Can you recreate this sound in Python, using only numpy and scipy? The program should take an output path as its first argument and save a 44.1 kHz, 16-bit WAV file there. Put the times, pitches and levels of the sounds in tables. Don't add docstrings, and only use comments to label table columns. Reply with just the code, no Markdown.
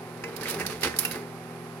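import sys
import numpy as np
from scipy import signal
from scipy.fft import rfft, irfft, next_fast_len
from scipy.io import wavfile
from scipy.ndimage import map_coordinates

SR = 44100
rng = np.random.default_rng(int(sys.argv[2]) if len(sys.argv) > 2 else 0)


def transcribe(signal):
    frames = np.atleast_2d(signal).T
    limited = np.clip(frames, -1, 1)
    pcm = np.round(limited * 32767).astype(np.int16)
    wavfile.write(sys.argv[1], SR, pcm)


N = 79380


def amp(db):
    return 10 ** (np.asarray(db) / 20)


def unit(x):
    return x / np.sqrt(np.mean(x ** 2) + 1e-20)


def along(points, hz):
    f, v = np.transpose(points)
    return np.interp(np.log(hz + 1), np.log(f + 1), v)


def wobble(rate, size):
    return map_coordinates(rng.standard_normal(4096), [np.arange(size) * rate / SR], mode="wrap")


def sides(pan_db):
    g = amp(np.array([pan_db, -pan_db]) / 2).reshape(2, -1)
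    return g / np.sqrt(np.mean(g ** 2, axis=0))


def fade(t, t60):
    return np.exp(-np.log(1000) * t / max(t60, 1e-3))


def onset(t, attack_s):
    return 1 - np.exp(-(t / attack_s) ** 2)


def add(track, s, sound):
    part = track[:, round(s * SR):][:, :sound.shape[1]]
    part += sound[:, :part.shape[1]]


# frequency in Hz, left-right likeness from 0 to 1.
PARTS_ALIKE = [(100, 0.94), (400, 0.96), (1000, 0.69), (2500, 0.64), (5000, 0.26), (12000, 0)]
# frequency in Hz, pan in dB.
PARTS_PAN = [(100, -2.5), (280, -1.5), (500, 2.5), (1000, -5), (2000, -4), (4000, -10.5), (8000, -10),
             (13000, -4)]

def noise(spectrum, size, tilt=0, alike=PARTS_ALIKE, pan=PARTS_PAN):
    hz = np.fft.rfftfreq(size, 1 / SR)
    mid, side = rfft(rng.standard_normal((2, size)))
    spread = np.arccos(np.clip(along(alike, hz), -1, 1)) / 2
    mid, side = np.cos(spread) * mid, np.sin(spread) * side
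    pair = np.array([mid + side, mid - side]) * sides(along(pan, hz))
    colour_db = along(spectrum, hz) + tilt * np.log2(np.maximum(hz / 550, 1))
    return unit(irfft(pair * amp(colour_db), size))


def ring(modes, t, scatter_db=2):
    out = np.zeros((2, len(t)))
    for hz, db, t60 in modes:
        apart = np.arccos(np.clip(along(PARTS_ALIKE, hz), -1, 1)) * rng.choice([-1, 1])
        phase = rng.uniform(0, 2 * np.pi) + np.array([[0], [apart]])
        gains = amp(db + scatter_db * rng.normal()) * sides(along(PARTS_PAN, hz))
        out += gains * fade(t, t60) * np.sin(2 * np.pi * hz * t + phase)
    return out


# frequency in Hz, relative density in dB.
HOUSING_SPECTRUM = [(25, -55), (150, -3.5), (400, 2), (620, -8), (850, -5), (1150, -2), (1550, 1),
                    (2100, -1.5), (2700, 2), (3200, -29), (4500, -8.5), (7000, -13.5), (11000, -26),
                    (16000, -23)]
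# frequency in Hz, relative level in dB, t60 in seconds.
HOUSING_MODES = [(431.4, -14.5, 0.35), (802, -15, 0.18), (1528, -11.5, 0.11), (1800, -27, 0.28),
                 (2040, -12.5, 0.13), (2575, -41, 0.24), (2920, -42, .14), (5330, -47, .12)]
# start in seconds, housing level in dB, noise t60 in seconds,
# lever pitch in Hz, lever level in dB, lever t60 in seconds.
KNOCKS = [(0.2377, -24.5, 0.031, 2590, -35.5, 0.17), (0.4314, -40, 0.082, 1750, -33, 0.065),
          (.4555, -38, 0.033, 2230, -24.5, 0.041), (.5426, -35, 0.049, 765, -28, 0.025),
          (0.5875, -34, 0.034, 1610, -37, 0.065), (.597, -30, 0.094, 1080, -35, 0.059),
          (.605, -29, 0.098, 2296, -31.5, 0.072), (.6125, -37, 0.079, 1843, -26.5, 0.053),
          (0.6507, -35, .05, 1680, -31, 0.039), (.6635, -33.5, 0.024, 4350, -40, 0.059),
          (.6982, -33.5, 0.033, 1222, -33.5, 0.056), (.722, -31.5, 0.046, 2190, -44, 0.055),
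          (.8315, -24.5, .05, 2920, -29, .06), (0.847, -21.5, 0.02, 1530, -25, 0.037),
          (.859, -26.5, 0.068, 510, -24, 0.061), (.872, -25.5, 0.03, 1400, -54, 0.051),
          (0.94, -36, 0.017, 1800, -26, 0.033), (.988, -34.5, 0.13, 2100, -34.5, 0.042),
          (1.032, -37.5, 0.085, 2210, -40, 0.046), (1.0505, -30.5, 0.095, 2740, -18, .03),
          (1.1102, -32, 0.067, 3910, -44, 0.11), (1.1565, -28.5, 0.027, 1730, -24, 0.025)]

def knocks():
    out, t = np.zeros((2, N)), np.arange(SR // 3) / SR
    for s, db, t60, hz, lever_db, lever_t60 in KNOCKS:
        body = noise(HOUSING_SPECTRUM, len(t)) * fade(t, t60) + ring(HOUSING_MODES, t)
        lever = ring([(hz, 0, lever_t60), (hz * 0.882, -6, lever_t60)], t)
        add(out, s, onset(t, attack_s=0.0008) * (amp(db) * body + amp(lever_db) * lever))
    return out


# frequency in Hz, relative density in dB.
METAL_SPECTRUM = [(30, -79), (500, -40), (2000, -4), (3300, -5), (4600, 4.5), (6500, -2), (8000, -4),
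                  (10000, 3), (11500, 4), (13000, -2), (15800, -7)]
# frequency in Hz, relative level in dB, t60 in seconds.
METAL_MODES = [(5170, -44, 0.087), (10540, -17, 0.056), (11100, -21, 0.13), (10680, -30, 0.058),
               (13960, -38, 0.093)]
# start in seconds, level in dB, t60 in seconds,
# tilt in dB per octave, pan offset in dB.
CLICKS = [(.172, -46.5, 0.043, -4, -15), (0.3629, -29, 0.046, -2, -12), (0.4094, -33, 0.083, -5.5, -8),
          (0.431, -33, 0.099, -2, -7), (.4852, -24, 0.043, 16, -7), (.5426, -29.5, 0.034, -3, -6),
          (0.6, -35, 0.044, -2, -13), (0.6633, -21, 0.038, -3, -5), (.6982, -31, 0.02, -12, 2),
          (0.808, -35, 0.085, 1, -2), (0.8181, -30.5, 0.061, -8.5, -6), (0.831, -22.5, 0.034, -1.5, -9),
          (0.849, -45, 0.017, 1, 5), (0.9623, -30.5, 0.071, -1.5, -3), (0.9869, -10.5, .028, 2, -6),
          (0.9882, -12, 0.044, 6.5, -7), (1.0489, -17, 0.035, 5, -9), (1.0528, -22, .025, -4.5, 0),
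          (1.1108, -29, 0.065, 0, -8), (1.119, -34, .06, 1, -2), (1.154, -42, 0.076, 14, 0)]

def clicks():
    out, t = np.zeros((2, N)), np.arange(SR // 3) / SR
    for s, db, t60, tilt, pan_db in CLICKS:
        pan = [(4000, pan_db - 8), (9000, pan_db - 2.5), (12000, pan_db + 0.5)]
        crack = noise(METAL_SPECTRUM, len(t), tilt, pan=pan) * fade(t, t60)
        add(out, s, amp(db) * onset(t, attack_s=0.0011) * (crack + ring(METAL_MODES, t)))
    return out


# frequency in Hz, relative density in dB.
RUB_SPECTRUM = [(60, -60), (300, -12), (900, 0.5), (2200, 4), (3200, 1), (4500, 2), (7500, -8.5),
                (10500, -5), (13000, -14), (15800, -18)]
# start, rise and release t60 in seconds, level in dB, tilt in dB per octave.
SCRAPES = [(.44, 0.05, 0.24, -33, -0.5), (.478, 0.03, 0.084, -27.5, 7), (.585, 0.015, 0.24, -37.5, 7),
           (.67, 0.038, 0.38, -39, 1), (.83, 0.0081, 0.17, -23.5, 0.5), (.995, 0.01, 0.65, -38.5, -1.5),
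           (1.115, 0.032, .1, -39.5, -1.5)]

def scrapes(grain_db=2.5, grain_rate=400):
    out, t = np.zeros((2, N)), np.arange(SR // 3) / SR
    for s, rise, t60, db, tilt in SCRAPES:
        grains = unit(noise(RUB_SPECTRUM, len(t), tilt) * amp(grain_db * wobble(grain_rate, len(t))))
        swell = np.minimum(t / rise, 1) * fade(np.maximum(t - rise, 0), t60)
        add(out, s, amp(db) * grains * swell)
    return out


# start in seconds, level in dB, pitch in Hz, t60 in seconds.
THUDS = [(.245, -35, 460.3, .4), (0.556, -29, 398, 0.2), (.655, -32, 165.1, 0.33), (0.853, -25, 352, 0.11),
         (0.856, -20, 461, 0.054), (0.859, -31, 260, 0.15), (0.861, -39.5, 75, 0.61),
         (1.149, -31, 336, 0.07)]

def thuds(wander_rad=0.59):
    out, t = np.zeros((2, N)), np.arange(SR // 2) / SR
    for s, db, hz, t60 in THUDS:
        tone = np.sin(2 * np.pi * hz * t + wander_rad * wobble(0.068 * hz, len(t)))
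        envelope = onset(t, attack_s=0.0035) * fade(t, t60)
        add(out, s, amp(db) * sides(along(PARTS_PAN, hz)) * tone * envelope)
    return out


# frequency in Hz, relative density in dB.
CHATTER_SPECTRUM = [(30, -60), (200, -3), (300, -0.5), (440, 5), (620, -6), (1200, -6), (2400, -11.5),
                    (3300, -19.5), (5000, -18), (7500, -30.5), (11000, -21.5), (16000, -40)]
RUMBLE_SPECTRUM = [(20, -60), (50, -20), (76, 5.5), (105, -10), (162, 7), (195, 3), (250, -14.5),
                   (600, -32), (3000, -80)]
# time in seconds, chatter level in dB, rumble level in dB.
GEAR_LOAD = [(.2, -53.5, -79), (.28, -43.5, -60), (.36, -43, -51), (.41, -39.5, -51.5), (.5, -36.5, -51),
             (.62, -38.5, -42.5), (.69, -40.5, -41), (.77, -47.5, -49.5), (.9, -39, -51.5),
             (1.0, -44.5, -52), (1.06, -44, -52), (1.17, -38, -48), (1.23, -51, -59), (1.35, -69, -84)]

def gear(rough_db=1.5):
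    s, *levels = np.transpose(GEAR_LOAD)
    chatter_db, rumble_db = [np.interp(np.arange(N) / SR, s, db) for db in levels]
    chatter = unit(noise(CHATTER_SPECTRUM, N) * amp(rough_db * wobble(150, N)))
    return amp(chatter_db) * chatter + amp(rumble_db) * noise(RUMBLE_SPECTRUM, N)


# frequency in Hz, relative density in dB.
AIR_SPECTRUM = [(15, -75), (25, -41), (59, -17), (91, -28), (104, -4), (140, -25), (174, -5.5),
                (205, -12.5), (225, -20.5), (265, -6), (299, -18), (361, -3.5), (420, -8), (480, -6),
                (620, -12), (780, -6), (920, -13), (1220, -13), (1470, -15), (2390, -17.5), (3100, -25.5),
                (4600, -25.5), (7420, -33), (11100, -25.5), (13500, -39), (15800, -44)]
# frequency in Hz, left-right likeness from 0 to 1.
AIR_ALIKE = [(60, 1), (130, 0.64), (290, 0.93), (640, .8), (1400, 0.42), (3100, 0.084), (12000, 0.078)]
# frequency in Hz, pan in dB.
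FAN_PAN = [(110, -3), (250, 1), (700, -1), (1290, -6.5), (2400, -7.5), (4400, -15), (9000, -11)]
# frequency in Hz, rms level in dB, unsteadiness from 0 to 1.
HUM = [(120, -52, 0), (163, -47.5, 0.11), (240.5, -48.5, 0.2), (362.1, -50, 0.14), (405.4, -51, 0.84),
       (752, -61, 0.9), (1043, -58.5, 0.7), (1198, -65, .4)]

def fan(air_db=-43.5):
    t = np.arange(N) / SR
    out = amp(air_db) * noise(AIR_SPECTRUM, N, alike=AIR_ALIKE, pan=FAN_PAN)
    for hz, db, unsteady in HUM:
        swing = 1 + unsteady * (wobble(14, N) + 1j * wobble(14, N)) / np.sqrt(2)
        tone = np.real(swing * np.exp(2j * np.pi * (hz * t + rng.random())))
        out += amp(db) * unit(tone) * sides(along(FAN_PAN, hz))
    return out


# frequency in Hz, t60 in seconds.
ROOM_DECAY = [(150, 0.28), (2000, 0.28), (12000, 0.33)]

def room(x, level_db=-8.5):
    hz, t, bands = signal.stft(rng.standard_normal((2, SR // 2)), SR, nperseg=256)
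    decay = np.exp(-np.log(1000) * t / along(ROOM_DECAY, hz)[:, None])
    tail = signal.istft(bands * decay, SR, nperseg=256)[1]
    tail *= onset(np.arange(tail.shape[1]) / SR, attack_s=0.0058)
    return amp(level_db) * signal.fftconvolve(x, tail / np.linalg.norm(tail[0]), axes=1)[:, :N]


def scene():
    parts = knocks() + clicks() + scrapes() + thuds()
    return parts + room(parts) + gear() + fan()


def record(dry):
    left_lead_s, top_hz = 0.00008, 16000
    size = next_fast_len(N + SR // 2)
    hz = np.fft.rfftfreq(size, 1 / SR)
    lead = np.exp(1j * np.pi * hz * left_lead_s * np.array([[1], [-1]]))
    low_pass = 1 / (1 + (hz / top_hz) ** 160)
    return irfft(rfft(dry, size) * lead * low_pass, size)[:, :N]


dry = scene()
out = record(dry)
transcribe(out)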